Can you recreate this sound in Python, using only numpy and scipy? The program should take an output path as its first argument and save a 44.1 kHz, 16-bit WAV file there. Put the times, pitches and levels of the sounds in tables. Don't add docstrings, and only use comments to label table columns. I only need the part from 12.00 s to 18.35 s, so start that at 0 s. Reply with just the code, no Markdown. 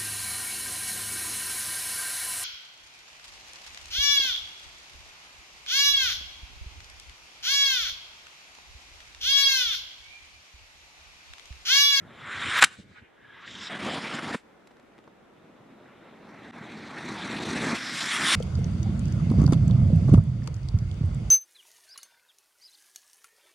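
import sys
import numpy as np
from scipy import signal
from scipy.fft import rfft, irfft, next_fast_len
from scipy.io import wavfile
from scipy.ndimage import uniform_filter1d

SR = 44100
rng = np.random.default_rng(int(sys.argv[2]) if len(sys.argv) > 2 else 0)


def ratio_of_db(decibels):
    return 10 ** (np.asarray(decibels, float) / 20)


def unload_wav(signal):
    wavfile.write(
        sys.argv[1],
        SR,
        np.round(np.clip(np.atleast_2d(signal).T, -1, 1) * 32767).astype(np.int16),
    )


N = 280146
T = np.arange(N) / SR


def evened(x):
    return x / np.sqrt(np.mean(x ** 2) + 1e-20)


def read(points, hz):
    f, value = np.transpose(points)
    return np.interp(np.log(hz + 1), np.log(f + 1), value, left=-90, right=-90)


def colour(x, gain):
    size = next_fast_len(x.shape[-1])
    spectrum = rfft(x, size) * gain(np.fft.rfftfreq(size, 1 / SR))
    return irfft(spectrum, size)[..., :x.shape[-1]]


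def wander(count, ms):
    size = max(round(ms * SR / 1000), 2)
    return evened(uniform_filter1d(uniform_filter1d(rng.standard_normal(count), size), size))


def bell(s, ms):
    return np.exp(-((T - s) * 1000 / ms) ** 2)


def burst(t, s, rise_ms, fall_ms):
    ms = (t - s) * 1000
    rise = np.exp(np.minimum(-ms / rise_ms, 50))
    fall = np.exp(np.minimum(ms / fall_ms, 50))
    return 2 / (rise + fall)


def turbulence(count, patchy_db, broad_db):
    a, b, fine, broad = rng.standard_normal((count // 64 + 5, 129, 4)).T
    fine = evened(uniform_filter1d(uniform_filter1d(fine, size=3, axis=0), size=24, axis=1))
    broad = evened(uniform_filter1d(uniform_filter1d(broad, size=8, axis=0), size=70, axis=1))
    cells = (a + 1j * b) * ratio_of_db(patchy_db * fine + broad_db * broad)
    return signal.istft(cells, nperseg=256, noverlap=192)[1][:count]


def puffs(rows, spectrum):
    out = np.zeros(N)
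    for s, db, rise_ms, fall_ms, tilt_db in rows:
        near = slice(round((s - .03) * SR), round((s + .06) * SR))
        gas = rng.standard_normal(near.stop - near.start)
        gas = colour(gas, lambda hz: ratio_of_db(read(spectrum, hz) + tilt_db * np.log2(hz / 2000 + 0.012)))
        shape = burst(T[near], s, rise_ms, fall_ms)
        puff = shape * gas
        out[near] += ratio_of_db(db) * puff / np.sqrt(np.sum(puff ** 2) / np.sum(shape ** 2))
    return out


def rings(rows):
    return sum(ratio_of_db(db) * bell(s, ms) * np.cos(2 * np.pi * hz * (T - s)) for s, db, hz, ms in rows)


def bounced(hz, dip_hz, spacing_hz, strength, fade_hz):
    turn = 2j * np.pi * (hz - dip_hz) / spacing_hz
    return abs(1 - strength * np.exp(turn - hz / fade_hz))


# (frequency [Hz], density [dB per Hz])
VALLEY_HUSH = [(18, -32.5), (30, 0.5), (158, -7.5), (257, -3), (372, 2), (538, -1.5), (1560, -11.5),
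               (1760, -10.5), (4000, -25), (5200, -44.5), (8800, -120)]
# (frequency [Hz], density [dB per Hz])
INPUT_HISS = [(1500, -10), (3500, 4.5), (6000, 3), (9000, -2.5), (12000, -6.5), (14000, -9.5), (15600, -12)]
# (time [s], gain [dB])
HISS_GAIN = [(0, 3), (.6, 5.5), (.66, 0), (1.1, -3.5), (1.6, 3), (2.4, 1), (3.2, -0.5), (4.5, 3),
             (6.35, 4.5)]


def air():
    hush = evened(colour(rng.standard_normal((2, N)), lambda hz: ratio_of_db(read(VALLEY_HUSH, hz))))
    hiss = evened(colour(rng.standard_normal((2, N)), lambda hz: ratio_of_db(read(INPUT_HISS, hz))))
    hush_db = -59 - 5.9 * bell(.88, ms=140)
    hiss_db = -76 + np.interp(T, *np.transpose(HISS_GAIN))
    return ratio_of_db(hush_db) * hush + ratio_of_db(hiss_db) * hiss


# (frequency [Hz], density [dB per Hz])
WIND_COLOUR = [(18, -39.5), (40, -7.5), (110, 3), (199, -0.5), (341, -8), (467, -16.5), (600, -17.5),
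               (780, -41), (1320, -120)]
# (time [s], level [dB], rise [ms], fall [ms])
WIND_PUFFS = [(.04, -51, 56, 62), (.23, -48.5, 20, 22), (.28, -56, 12, 12), (.36, -45.5, 18, 30),
              (.41, -48, 7.7, 16), (.465, -38, 8.7, 18), (.57, -50, 27, 32), (.655, -44, 13, 9.2),
              (.73, -61, 30, 42), (0.789, -45, 4, 10), (.84, -53, 14, 27), (0.904, -56, 9.4, 24),
              (1.031, -56, 28, 13), (1.22, -64.5, 20, 62), (1.36, -64.5, 18, 33), (1.5, -59.5, 33, 49),
              (1.6, -57, 33, 58), (1.8, -64, 58, 36), (6.2, -55, 8, 19), (6.28, -50, 9, 19)]


def wind():
    lumps = rng.standard_normal((2, N)) * ratio_of_db(2.8 * wander(N, 3.2))
    gust = colour(lumps + 0.55 * lumps[::-1], lambda hz: ratio_of_db(read(WIND_COLOUR, hz)))
    swell = sum(ratio_of_db(db) * burst(T, s, rise_ms, fall_ms) for s, db, rise_ms, fall_ms in WIND_PUFFS)
    return evened(gust) * swell


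# (start [s], level [dB], t60 [s], top [Hz], left-right likeness [0-1])
TAILS = [
    (.004, -24.5, 0.14, 10850, .9),
    (0.048, -51, .6, 3535, .3),
]
# (delay [s], smear [ms], level [dB], centre [Hz], width [octaves])
SLOPE_ECHOES = [
    (.095, 28, -37.5, 3296, 4.6),
    (.16, 33, -43, 4500, 1.4),
    (.29, 75, -52, 4500, 0.89),
    (.345, 22, -47.5, 1700, 1.3),
    (.41, 45, -53.5, 2242, .6),
]


def hillside(x):
    t = T[:SR // 2 + SR // 10]
    taps = np.zeros((2, len(t)))
    for s, db, t60, top_hz, same in TAILS:
        left, other = rng.standard_normal(taps.shape)
        right = same * left + np.sqrt(1 - same ** 2) * other
        tail = np.array([left, right]) * (t > s) * ratio_of_db(-60 * t / t60)
        tail = colour(tail, lambda hz: hz / (hz + 400) / (1 + (hz / top_hz) ** 2))
        taps += ratio_of_db(db) * tail / np.linalg.norm(tail[0])
    for s, ms, db, hz0, octaves in SLOPE_ECHOES:
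        echo = rng.standard_normal(taps.shape) * bell(s, ms)[:len(t)]
        echo = echo + .3 * echo[::-1]
        echo = colour(echo, lambda hz: np.exp(-(np.log2(hz / hz0 + .01) / octaves) ** 2))
        taps += ratio_of_db(db) * echo / np.linalg.norm(echo[0])
    return signal.fftconvolve(x[None], taps, axes=1)[:, :N]


# (centre [Hz], width [Hz], gain [dB])
BODY_MODES = [
    (5500, 340, 1),
    (7600, 320, 4.5),
    (8100, 220, -3.5),
    (9200, 150, 1),
    (6260, 200, 1),
]


def camera_body(x):
    lift_db = lambda hz: sum(db / (1 + ((hz - hz0) / width) ** 2) for hz0, width, db in BODY_MODES)
    return colour(x, lambda hz: ratio_of_db(lift_db(hz)))


# (frequency [Hz], level [dB])
PORT_SHADE = [(5500, -47), (7600, -26.5), (8800, -15.5), (10300, -10), (11800, -8.5), (13000, -23.5)]


def ports(direct):
    turn = lambda hz: 1.2 * np.tanh((hz - 10600) / 250)
    shade = colour(direct, lambda hz: ratio_of_db(read(PORT_SHADE, hz)) * np.exp(-1j * turn(hz)))
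    return np.array([direct - shade, direct + shade])


# (time [s], level [dB], length [ms], tilt [dB per octave])
EMBER_SPITS = [(2.6722, -53.5, 2.6, 2), (2.71, -52.5, 5, -2.5), (2.768, -55, 1.8, -1.5),
               (2.797, -53, 1.7, -1.5), (2.828, -62, 1.6, 1), (2.980, -50.5, 1.18, -2),
               (2.987, -52.5, 2.5, -2), (3.040, -54, .9, -0.7), (3.076, -45.5, 2.4, -4.5),
               (3.608, -58, 1.22, -9), (4.577, -48, 1.1, -9), (2.921, -56.5, 1.3, -2.5)]
# (frequency [Hz], density [dB per Hz])
SPIT_COLOUR = [(150, 18), (4000, 1.5), (9500, -13.5), (12000, -18.5), (15500, -50.5)]
# (time [s], level [dB], frequency [Hz], half length [ms])
EMBER_KNOCKS = [
    (3.079, -47, 620, 2.2),
    (2.99, -48, 300, 3.5),
    (2.796, -50, 600, 2),
]


def embers():
    rows = [(s + .001, db, .4 * ms, ms, tilt_db) for s, db, ms, tilt_db in EMBER_SPITS]
    return puffs(rows, SPIT_COLOUR) + rings(EMBER_KNOCKS)


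def whistle():
    centre_hz, half_width_hz = 1650, 70
    ridge = lambda hz: 1 / (1 + ((hz - centre_hz) / half_width_hz) ** 2)
    return ratio_of_db(-54.5) * bell(1.34, ms=150) * evened(colour(rng.standard_normal(N), ridge))


# (time [s], level [dB], centre [Hz], half length [ms])
GAS_TONGUES = [(.33, -61, 7200, 55), (.59, -46.5, 11700, 12), (0.59, -35, 3500, 8), (1.48, -43, 2210, 7.3),
               (1.73, -39.5, 2140, 46), (1.56, -61, 3700, 45), (1.64, -46.5, 4470, 42),
               (1.65, -59.5, 7450, 30), (1.92, -40, 2720, 64), (1.93, -53, 7640, 21), (2.03, -50, 4930, 22),
               (2.05, -46, 2020, 25), (2.14, -53, 4860, 51), (2.15, -53.5, 7000, 14),
               (2.189, -35, 1036, 6.2), (4.5, -86, 7670, 130), (4.85, -82, 5900, 150), (5.2, -47, 3600, 53),
               (5.88, -40.5, 4480, 64), (5.984, -37.5, 3000, 5.6), (6.011, -35, 3550, 15),
               (6.03, -40.5, 4950, 44), (6.225, -40, 2500, 13), (6.09, -46, 7600, 16),
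               (6.12, -32.5, 3000, 14), (6.145, -41, 9200, 38), (6.165, -29.5, 2170, 4.7),
               (6.3, -33.5, 2150, 43), (6.325, -28, 2780, 11), (6.3, -35, 9200, 59),
               (6.31, -28.5, 3460, 62)]


def flares():
    out = np.zeros(N)
    for s, db, hz0, ms in GAS_TONGUES:
        octaves = .1 + 1500 / hz0 * .9
        band = lambda hz: np.exp(-(np.log2(hz / hz0 + .01) / octaves) ** 2)
        gas = evened(colour(rng.standard_normal(8192), band))
        out += ratio_of_db(db) * bell(s, ms) * np.resize(gas, N)
    return colour(out, lambda hz: bounced(hz, dip_hz=2550, spacing_hz=1830, strength=.65, fade_hz=16000))


# (time [s], level [dB], frequency [Hz], half length [ms])
TUBE_POPS = [
    (2.3548, -27, 235, 5.5),
    (.638, -37, 260, 10),
    (4.6155, -35, 190, 4),
    (5.735, -26, 230, 6),
]


def tube_pops():
    return rings(TUBE_POPS)


# (time [s], peak level [dB], rise [ms], fall [ms], tilt [dB per octave])
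GAS_BLASTS = [
    (.6258, -6, 1.54, 2.1, 3.5),
    (.6305, -7.5, 0.96, 1.75, -2),
    (.6400, -6, 1, 1.14, 3.5),
    (.6443, -10.5, 1.8, 2.1, 7.5),
    (.620, -20, 4.6, 4.3, 4.5),
    (2.346, -37, 4, 6, 4),
    (2.348, -25.5, 2, 3.4, -9.5),
    (2.358, -52, 3.2, 21.3, 6),
]
# (frequency [Hz], density [dB per Hz])
BLAST_COLOUR = [(59, -62), (100, -28.5), (233, -17), (429, -13), (742, -12), (956, -5.5), (1430, 0),
                (1620, 0.5), (2420, -6.5), (4020, -13.5), (5510, -23), (6390, -25.5), (7410, -24),
                (9340, -27), (15500, -56.5)]


def blasts():
    return colour(puffs(GAS_BLASTS, BLAST_COLOUR), lambda hz: 1 / (1 + (hz / 12310) ** 8))


# (frequency [Hz], density [dB per Hz])
ROAR_COLOUR = [(250, -12), (450, -3), (700, -3), (1000, -9), (1400, -13.5), (2500, -49.5)]
# (frequency [Hz], density [dB per Hz])
TUBE_RUMBLE = [(41, -49), (70, -16), (119, -7), (236, 1), (339, -5.5), (381, -7.5), (490, -21.5),
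               (520, -18), (680, -40), (1140, -120)]


def surge(rows, jet, bounce, mix, flutter_db):
    s, *levels = np.transpose(rows)
    near = slice(max(round((s[0] - .01) * SR), 0), min(round((s[-1] + .01) * SR), N))
    t = T[near]
    hiss_db, flame_db = (np.interp(t, s, v) for v in levels)
    sizzle_mid_db, per_jet, per_flame, roar_share_db, rumble_share_db = mix
    middle_db = -40
    sizzle_db = sizzle_mid_db + per_jet * (hiss_db - middle_db) + per_flame * (flame_db - middle_db)
    roar_db = roar_share_db + flame_db + 0.17 * (hiss_db - flame_db)
    rumble_db = flame_db + rumble_share_db

    heard = lambda hz: ratio_of_db(read(jet, hz)) * bounced(hz, *bounce)
    low = lambda hz: 1 / np.sqrt(1 + (hz / 3310) ** 6)
    high = lambda hz: np.sqrt(1 - low(hz) ** 2)
    slow, fast = wander(len(t), 9), wander(len(t), 1.5)
    gas = turbulence(len(t), patchy_db=1.6, broad_db=1.5)
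    hiss = gas * ratio_of_db(0.303 * flutter_db * slow + 0.27 * fast)
    hiss = evened(colour(hiss, lambda hz: heard(hz) * low(hz)))
    sizzle = gas * ratio_of_db(flutter_db * slow + 0.68 * fast)
    sizzle = evened(colour(sizzle, lambda hz: heard(hz) * high(hz)))
    roar = gas * ratio_of_db(0.27 * slow + .9 * fast)
    roar = evened(colour(roar, lambda hz: ratio_of_db(read(ROAR_COLOUR, hz))))
    rumble = rng.standard_normal(len(t)) * ratio_of_db(1.5 * slow)
    rumble = evened(colour(rumble, lambda hz: ratio_of_db(read(TUBE_RUMBLE, hz))))

    lit = 1. * (t >= s[0]) * (t <= s[-1])
    burning = np.sqrt(np.abs(uniform_filter1d(lit, size=300)))
    fire = ratio_of_db(hiss_db) * hiss + ratio_of_db(sizzle_db) * sizzle + ratio_of_db(roar_db) * roar + ratio_of_db(rumble_db) * rumble
    out = np.zeros(N)
    out[near] = burning * fire
    return out


# (time [s], jet strength [dB], flame size [dB])
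CLEAN_JET = [(0, -66, -59.5), (.14, -52, -56), (.22, -46.5, -58.5), (.34, -37, -61.5), (.45, -32, -62),
             (.53, -29, -55.5), (.594, -23.5, -52.5), (.606, -29.5, -59), (.612, -28, -60.5)]
FLAME_LIGHTS = [(1.08, -71.5, -79), (1.31, -56, -75), (1.396, -49.5, -79), (1.42, -52, -48),
                (1.45, -45, -73), (1.472, -53, -35.5), (1.69, -46.5, -36)]
RAGGED_BURN = [(1.69, -50, -52), (1.722, -45, -42.5), (1.79, -42.5, -43.5), (1.864, -37.5, -36.5),
               (2.117, -39, -45), (2.148, -37.5, -40.5), (2.176, -41.5, -46), (2.32, -41, -36),
               (2.346, -31, -41.5)]
LONG_SWELL = [(4.15, -59.5, -51), (4.688, -48.5, -42.5), (4.76, -48.5, -38.5), (4.79, -48.5, -42),
              (5.04, -44.5, -41.5), (5.102, -41, -33), (5.134, -43, -38), (5.642, -36, -29),
              (5.751, -37.5, -30)]
JET_RETURNS = [(5.75, -34, -39), (5.78, -37.5, -49.5), (5.902, -36.5, -43), (6.01, -30.5, -46.5),
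               (6.042, -32, -39), (6.121, -30, -52), (6.204, -31, -38), (6.316, -26.5, -40),
               (6.353, -25, -45.5)]
LOW_BURN = [(2.43, -74, -65.5), (2.506, -71.5, -64.5), (3.3, -71, -64), (3.388, -68, -61),
            (4.15, -59.5, -56)]
# (frequency [Hz], density [dB per Hz])
JET_COLOURS = [
    [(530, -36), (1100, -2), (2000, -2), (3900, -9), (5000, -20.5), (9400, -19), (10200, -33.5),
     (15500, -56)],
    [(530, -51.5), (900, 3), (1700, 1.5), (3700, -1.5), (4600, -11), (7400, -19), (15500, -62)],
    [(530, -20), (900, -3), (2000, -1), (3600, -8), (5400, -16), (6300, -20), (9300, -20), (15500, -59)],
    [(530, -38), (900, 5.5), (1400, -3.5), (3800, -9.5), (5000, -14), (9400, -20.5), (15500, -55)],
    [(530, -25.5), (1050, -5), (1800, -3.5), (3800, -7.5), (5000, -7.5), (9400, -9.5), (11000, -20),
     (14800, -33.5), (15500, -35)],
    [(530, -60), (900, -6), (1340, 13.5), (2200, 7.5), (3700, 4.5), (4800, -4), (9000, -24), (11700, -68)],
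]
# (one dip [Hz], spacing [Hz], strength [0-1], rough ground loses it over [Hz])
GROUND_BOUNCES = [
    (2680, 1830, 0.3, 25000),
    (2618, 1790, 0.39, 20000),
    (2570, 1700, 0.18, 6700),
    (2996, 2016, 0.85, 4400),
    (2770, 1780, .36, 11000),
    (3000, 1580, 0.3, 15000),
]
# (sizzle at middle strength [dB], its rise with jet [dB/dB], with flame [dB/dB],
# roar above flame size [dB], rumble above flame size [dB])
STAGE_MIXES = [
    (-57, 1.615, .05, 1, -0.5),
    (-37, 1.36, 0.94, -21, -19),
    (-49, 0.83, 0.086, -2, 2),
    (-48.5, 1.82, 0.044, -8, -2.4),
    (-53.5, 1.5, 0.17, -9, 2),
    (-62, 1.21, 0.055, 0.3, 2),
]
EDGE_FLUTTER = [1.1, 1.3, 2.2, 2.4, 1.5, 1.5]
# (time [s], depth [dB], half width [ms])
BRIEF_DIPS = [(.605, 6, 6), (1.69, 9, 4), (1.785, 7, 5), (2.005, 4, 16), (6.0, 4, 4), (6.19, 2.5, 12),
              (5.96, 2, 10), (2.1, 2.5, 10), (2.21, 2.5, 12), (2.331, 5, 6), (6.065, 2, 20), (1.84, 2, 20),
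              (6.052, 3, 3), (6.08, 2.5, 8)]


def surges():
    stages = [CLEAN_JET, FLAME_LIGHTS, RAGGED_BURN, LONG_SWELL, JET_RETURNS, LOW_BURN]
    fire = sum(map(surge, stages, JET_COLOURS, GROUND_BOUNCES, STAGE_MIXES, EDGE_FLUTTER))
    return fire * ratio_of_db(-sum(db * bell(s, ms) for s, db, ms in BRIEF_DIPS))


def motor():
    return surges() + whistle() + flares() + blasts() + tube_pops() + embers()


def scene():
    direct = camera_body(motor())
    return ports(direct) + hillside(direct) + wind() + air()


# (level [dB], ceiling [Hz])
TREBLE_CEILING = [
    (-48, 15900),
    (-41, 15000),
    (-33, 14200),
    (-28, 14800),
    (-20, 15000),
    (-14, 15900),
]


def capped(x):
    step_hz, limit_hz = 350, 15700
    hz, s, z = signal.stft(x, SR, nperseg=1024)
    power = np.interp(s, T, uniform_filter1d(x[0] ** 2, size=2500))
    top = np.interp(10 * np.log10(abs(power) + 1e-12), *np.transpose(TREBLE_CEILING))
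    jumps = np.round(np.repeat(rng.standard_normal(len(s)), 2)[:len(s)])
    top = np.minimum(top + step_hz * jumps, limit_hz)
    top = np.where(power < ratio_of_db(2 * TREBLE_CEILING[0][0]), limit_hz, top)
    return signal.istft(z * (hz[:, None] < top), SR, nperseg=1024)[1][:, :N]


def top_cut(x):
    return signal.sosfilt(signal.butter(12, 15720, fs=SR, output="sos"), x)


def record(dry):
    dry = colour(dry, lambda hz: hz ** 2 / (hz ** 2 + 40 ** 2))
    limited = 1.2 * np.tanh(dry / 1.2)
    lost_db = 24 * burst(T, 4.5135 - .001, rise_ms=1, fall_ms=8.5) / 1.3
    kept = limited * ratio_of_db(-lost_db)
    return top_cut(capped(kept))


dry = scene()
out = record(dry)
unload_wav(out)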